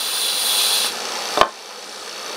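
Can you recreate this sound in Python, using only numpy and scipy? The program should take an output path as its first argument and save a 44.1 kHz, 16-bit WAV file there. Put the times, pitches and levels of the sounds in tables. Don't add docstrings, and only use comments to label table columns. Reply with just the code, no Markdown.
import sys
import numpy as np
from scipy import signal
from scipy.fft import rfft, irfft
from scipy.io import wavfile
from scipy.ndimage import uniform_filter1d

SR = 44100
rng = np.random.default_rng(int(sys.argv[2]) if len(sys.argv) > 2 else 0)


def dump(signal):
    limited = np.clip(np.atleast_2d(signal).T, -1, 1)
    pcm = np.round(limited * 32767).astype(np.int16)
    wavfile.write(sys.argv[1], SR, pcm)


def invert_db(level):
    return 10 ** (np.asarray(level, dtype=float) / 20)


N = 104428
t = np.arange(N) / SR

STROKE_HZ = 59.6
PUFF_PHASE = .74
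# frequency in Hz, width in Hz, level in dB.
VALVE_TONES = [(2750, 350, -5), (3300, 350, -4), (3740, 120, -10), (4100, 120, -10), (5400, 380, 0),
               (6000, 350, -1)]


def level(x, db):
    return x * invert_db(db) / np.sqrt(np.mean(x ** 2))


def band(x, hz, width):
    return signal.lfilter(*signal.iirpeak(hz, hz / max(width, 5), fs=SR), x)


def narrow_band(x, hz, width, second_width):
    return level(band(band(x, hz, width), hz, second_width), 0)


def ring(x, hz, t60):
    pole = np.exp(2j * np.pi * hz / SR - np.log(1000) / (max(t60, 1e-3) * SR))
    return signal.lfilter([1], [1, -pole], x).imag


def walk(rate):
    k = int(SR / rate)
    steps = np.repeat(rng.standard_normal(N // k + 1), k)
    drift = uniform_filter1d(uniform_filter1d(steps, k), k)[:N]
    return drift / drift.std()


def curve(rows, column=1):
    rows = np.array(rows)
    return np.interp(t, rows[:, 0], rows[:, column])


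def coloured(points, flicker_db, rate):
    f = np.maximum(np.arange(N // 2 + 1) * SR / N, 1)
    hz, db = np.array(points).T
    gain = invert_db(np.interp(np.log(f), np.log(hz), db))
    out = 0
    for octave in np.arange(4, 15, .5):
        share = np.sqrt(np.clip(1 - 2 * np.abs(np.log2(f) - octave), 0, 1))
        part = irfft(rfft(rng.standard_normal(N)) * gain * share, N)
        out = out + part * invert_db(flicker_db * walk(rate))
    return level(out, 0)


def resonant(rows, flicker_db, rate):
    out = 0
    for hz, width, db in rows:
        noise = narrow_band(rng.standard_normal(N), hz, width, 1.56 * width)
        out = out + invert_db(db + flicker_db * walk(rate)) * noise
    return level(out, 0)


def blower():
    # time in seconds, level in dB, treble in dB as the nozzle turns.
    flow = [(0, -19, 0), (.2, -20.5, 3.5), (.26, -21, 4), (.3, -18.5, -0.5), (.46, -20.5, 5), (.58, -18, 3),
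            (.8, -19, 1.5), (.86, -19.5, -0.5)]
    # frequency in Hz, width in Hz, level in dB.
    nozzle = [(2745, 590, -8.5), (3435, 380, -1), (4046, 250, -0.5), (4650, 600, -5), (9600, 410, -3.5),
              (9040, 510, -10.5)]
    # frequency in Hz, width in Hz, level in dB.
    airy = [(11500, 290, -6), (11840, 470, 0), (13000, 330, -1), (13600, 400, -6), (14300, 450, -4),
            (15300, 500, -1.5)]
    # frequency in Hz, level per Hz in dB.
    jet = [(300, -25.5), (800, -0.5), (1600, -0.5), (2000, -15), (5500, -0.5), (8000, -5.5), (10700, -9),
           (14500, -13.5)]
    shut_s, shut_db_per_s = .868, 330
    tail_db, tail_t60_s = -18, .2
    after = np.maximum(t - shut_s, 0)
    closing_power = invert_db(-2 * shut_db_per_s * after)
    tail_power = invert_db(2 * (tail_db - 60 * after / tail_t60_s))
    shut = np.sqrt(closing_power + tail_power)

    air = resonant(nozzle, 0.94, 40)
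    air = air + invert_db(-14.5) * resonant(airy, 2.2, 6.4)
    air = air + invert_db(-8) * coloured(jet, 0.67, 17.3)
    bass = signal.sosfiltfilt(signal.butter(2, 7500, fs=SR, output="sos"), air)
    treble = (air - bass) * invert_db(curve(flow, column=2)) * shut ** .3
    gusts_db = .6 * walk(24.4)
    return (bass + treble) * invert_db(curve(flow) + gusts_db) * shut


def bench():
    # time in seconds, level in dB, contact in ms, crack in dB, tilt in dB per octave.
    contacts = [(1.3744, -1.5, 0.27, -16, -9), (1.381, -5, 0.44, -25, -20.5), (1.393, -11.5, 0.54, -25, -6),
                (1.4015, -10, 0.51, -25, 3), (1.4122, 10, 0.19, -1, 7.5), (1.4149, 11.5, 0.2, -4, -4.5),
                (1.4167, 3, 0.41, -25, 9.5), (1.42, 4.5, 0.44, -30, 8.5), (1.431, 9.5, 0.2, -20, 3.5),
                (1.449, 0.5, 0.32, -25, -1), (1.458, 0.5, 0.26, -25, -16), (1.467, -3, .4, -25, -11),
                (.846, -19.5, 0.25, -30, 13)]
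    # frequency in Hz, level in dB, time to fade by 60 dB in seconds.
    modes = [(432, -17, 0.12), (600, -8.5, 0.063), (720, -2, 0.044), (865, -1.5, 0.035), (934, 2, 0.023),
             (1057, 2, 0.054), (1196, 6, 0.025), (1490, -2, 0.042), (1730, -5, 0.046), (2040, -19, 0.029),
             (2410, -9, 0.012), (3060, -9.5, 0.027), (3450, -9.5, 0.016), (4585, -13, 0.023)]
    out = np.zeros(N)
    crack_db, crack_t60_s, crack_hz = -12.5, 0.017, 3980
    grit = signal.lfilter(*signal.butter(2, crack_hz, fs=SR), rng.standard_normal(N))
    for start, db, ms, bright_db, tilt_db in contacts:
        push = np.exp(-.5 * ((t - start) / (ms / 4000)) ** 2)
        push /= push.sum()
        body = 0
        for hz, mode_db, t60 in modes:
            vary = rng.standard_normal()
            gain = invert_db(mode_db + 2 * vary + tilt_db * np.log2(hz / 800))
            body = body + gain * ring(push, hz * (1 + vary / 100), t60)
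        fade_db = -60 * np.maximum(t - start, 0) / crack_t60_s
        crack = (t >= start) * invert_db(crack_db + bright_db + fade_db) * grit
        out += invert_db(db) * (0.17 * body + crack)
    out += handling_ticks()
    out = signal.sosfilt(signal.butter(2, 300, "high", fs=SR, output="sos"), out)

    room_db, room_t60_s = -14.5, 0.22
    lag = t[:SR // 2]
    build_up = np.minimum(lag * 200, 1)
    tail = band(rng.standard_normal(len(lag)), 930, 2200) * invert_db(-60 * lag / room_t60_s) * build_up
    return out + invert_db(room_db) * signal.fftconvolve(out, tail / 10)[:N]


def handling_ticks():
    # time in seconds, level in dB, frequency in Hz, width in Hz, time to fade by 60 dB in seconds.
    ticks = [
        (2.045, -41, 12000, 4000, .012),
        (2.077, -25, 1650, 400, .03),
        (.17, -24, 1600, 400, .04),
        (1.3755, -23, 3580, 200, .025),
    ]
    out = np.zeros(N)
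    for start, db, hz, width, t60 in ticks:
        noise = narrow_band(rng.standard_normal(N), hz, width, 2 * width)
        fade = (t >= start) * invert_db(-60 * np.maximum(t - start, 0) / t60)
        out += invert_db(db) * fade * noise
    return out


def pump():
    turns = t * STROKE_HZ
    count = N // 500
    size_db = 1.3 * rng.standard_normal(count) + 2.5 * (np.arange(count) % 2)

    puff_share, leak_db = .25, -12
    since = (turns - PUFF_PHASE) % 1 / puff_share
    stroke = (turns - PUFF_PHASE + 1).astype(int)
    puff = since * np.exp(1 - since * 2) * invert_db(size_db[stroke])
    hiss = level(resonant(VALVE_TONES, 0.37, 7.32) * (puff + invert_db(leak_db)), -38)

    ring_hz, ring_width_hz = 4450, 230
    strike_phase, rebound_phase, rebound_db = .06, .331, -5

    def burst(phase):
        seconds = phase / STROKE_HZ
        return np.exp(-np.pi * ring_width_hz * seconds) * np.sin(2 * np.pi * ring_hz * seconds)

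    strike = (turns - strike_phase) % 1
    rebound = (turns - strike_phase - rebound_phase) % 1
    case = band(burst(strike) + invert_db(rebound_db) * burst(rebound), ring_hz, 270)
    case = level(case, -38) * invert_db(walk(6.9))
    rattle = band(band(rng.standard_normal(N), 3670, 260), 4770, 380)
    rattle = level(rattle * (1.2 + np.exp(-strike / 0.22)), -39)
    return hiss + clacks(size_db) + case + rattle


def clacks(size_db):
    count = int(t[-1] * STROKE_HZ)
    jitter_s = .0003 * rng.standard_normal(count)
    times = (np.arange(count) + PUFF_PHASE + 0.048) / STROKE_HZ + jitter_s
    hit = np.zeros(N)
    hit[np.minimum((times * SR).astype(int), N - 1)] = invert_db(size_db[1:count + 1])
    out = 0
    for hz, width, db in VALVE_TONES:
        out = out + invert_db(db + walk(30)) * narrow_band(hit, hz, width, 1.5 * width)
    return level(out, -35.5)


def fans():
    # frequency in Hz, level per Hz in dB.
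    fan_air = [(30, -39), (426, -2.5), (2010, -7), (4420, -6.5), (6900, -15), (9500, -15), (12500, -22),
               (16000, -33.5)]
    # frequency in Hz, width in Hz, level in dB.
    housing = [(217.5, 43, -12), (482, 184, 2), (814, 155, 0.5), (1283, 290, -0.5)]
    # frequency in Hz, level in dB.
    whine = [(431, -48), (1739, -48), (2325, -48)]
    out = invert_db(-31) * coloured(fan_air, 1.3, 8.14)
    out = out + invert_db(-33) * resonant(housing, 1.33, 7.23)
    for hz, db in whine:
        tone = np.sin(2 * np.pi * hz * t + .5 * walk(5.8))
        out = out + invert_db(db + 3 + 0.5 * walk(8.5)) * tone
    return out


def scene():
    echo_t60_s, echo_db = .12, -13
    lag = t[:SR // 8]
    echo = rng.standard_normal(len(lag)) * invert_db(-60 * lag / echo_t60_s)
    echo = level(echo, echo_db) / np.sqrt(len(lag))
    steady = blower() + fans()
    steady = steady + signal.fftconvolve(steady, echo)[:N]
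    return (steady + bench() + pump())[None]


def low_pass(x):
    return signal.sosfilt(signal.butter(12, 16740, fs=SR, output="sos"), x)


def record(dry):
    # time in seconds, gain in dB.
    gain = [
        (0, -5.5),
        (.6, -1.5),
        (1.37, 2),
        (1.385, 1.5),
        (1.412, -1),
        (1.424, -13),
        (1.55, -10),
        (2.37, -2.5),
    ]
    x = signal.sosfilt(signal.butter(1, 60, "high", fs=SR, output="sos"), dry)
    x = np.clip(x * invert_db(curve(gain)), -1, 1)
    x = signal.sosfiltfilt(signal.ellip(12, .1, 50, 15720, fs=SR, output="sos"), x)
    return low_pass(x)


dry = scene()
out = record(dry)
dump(out)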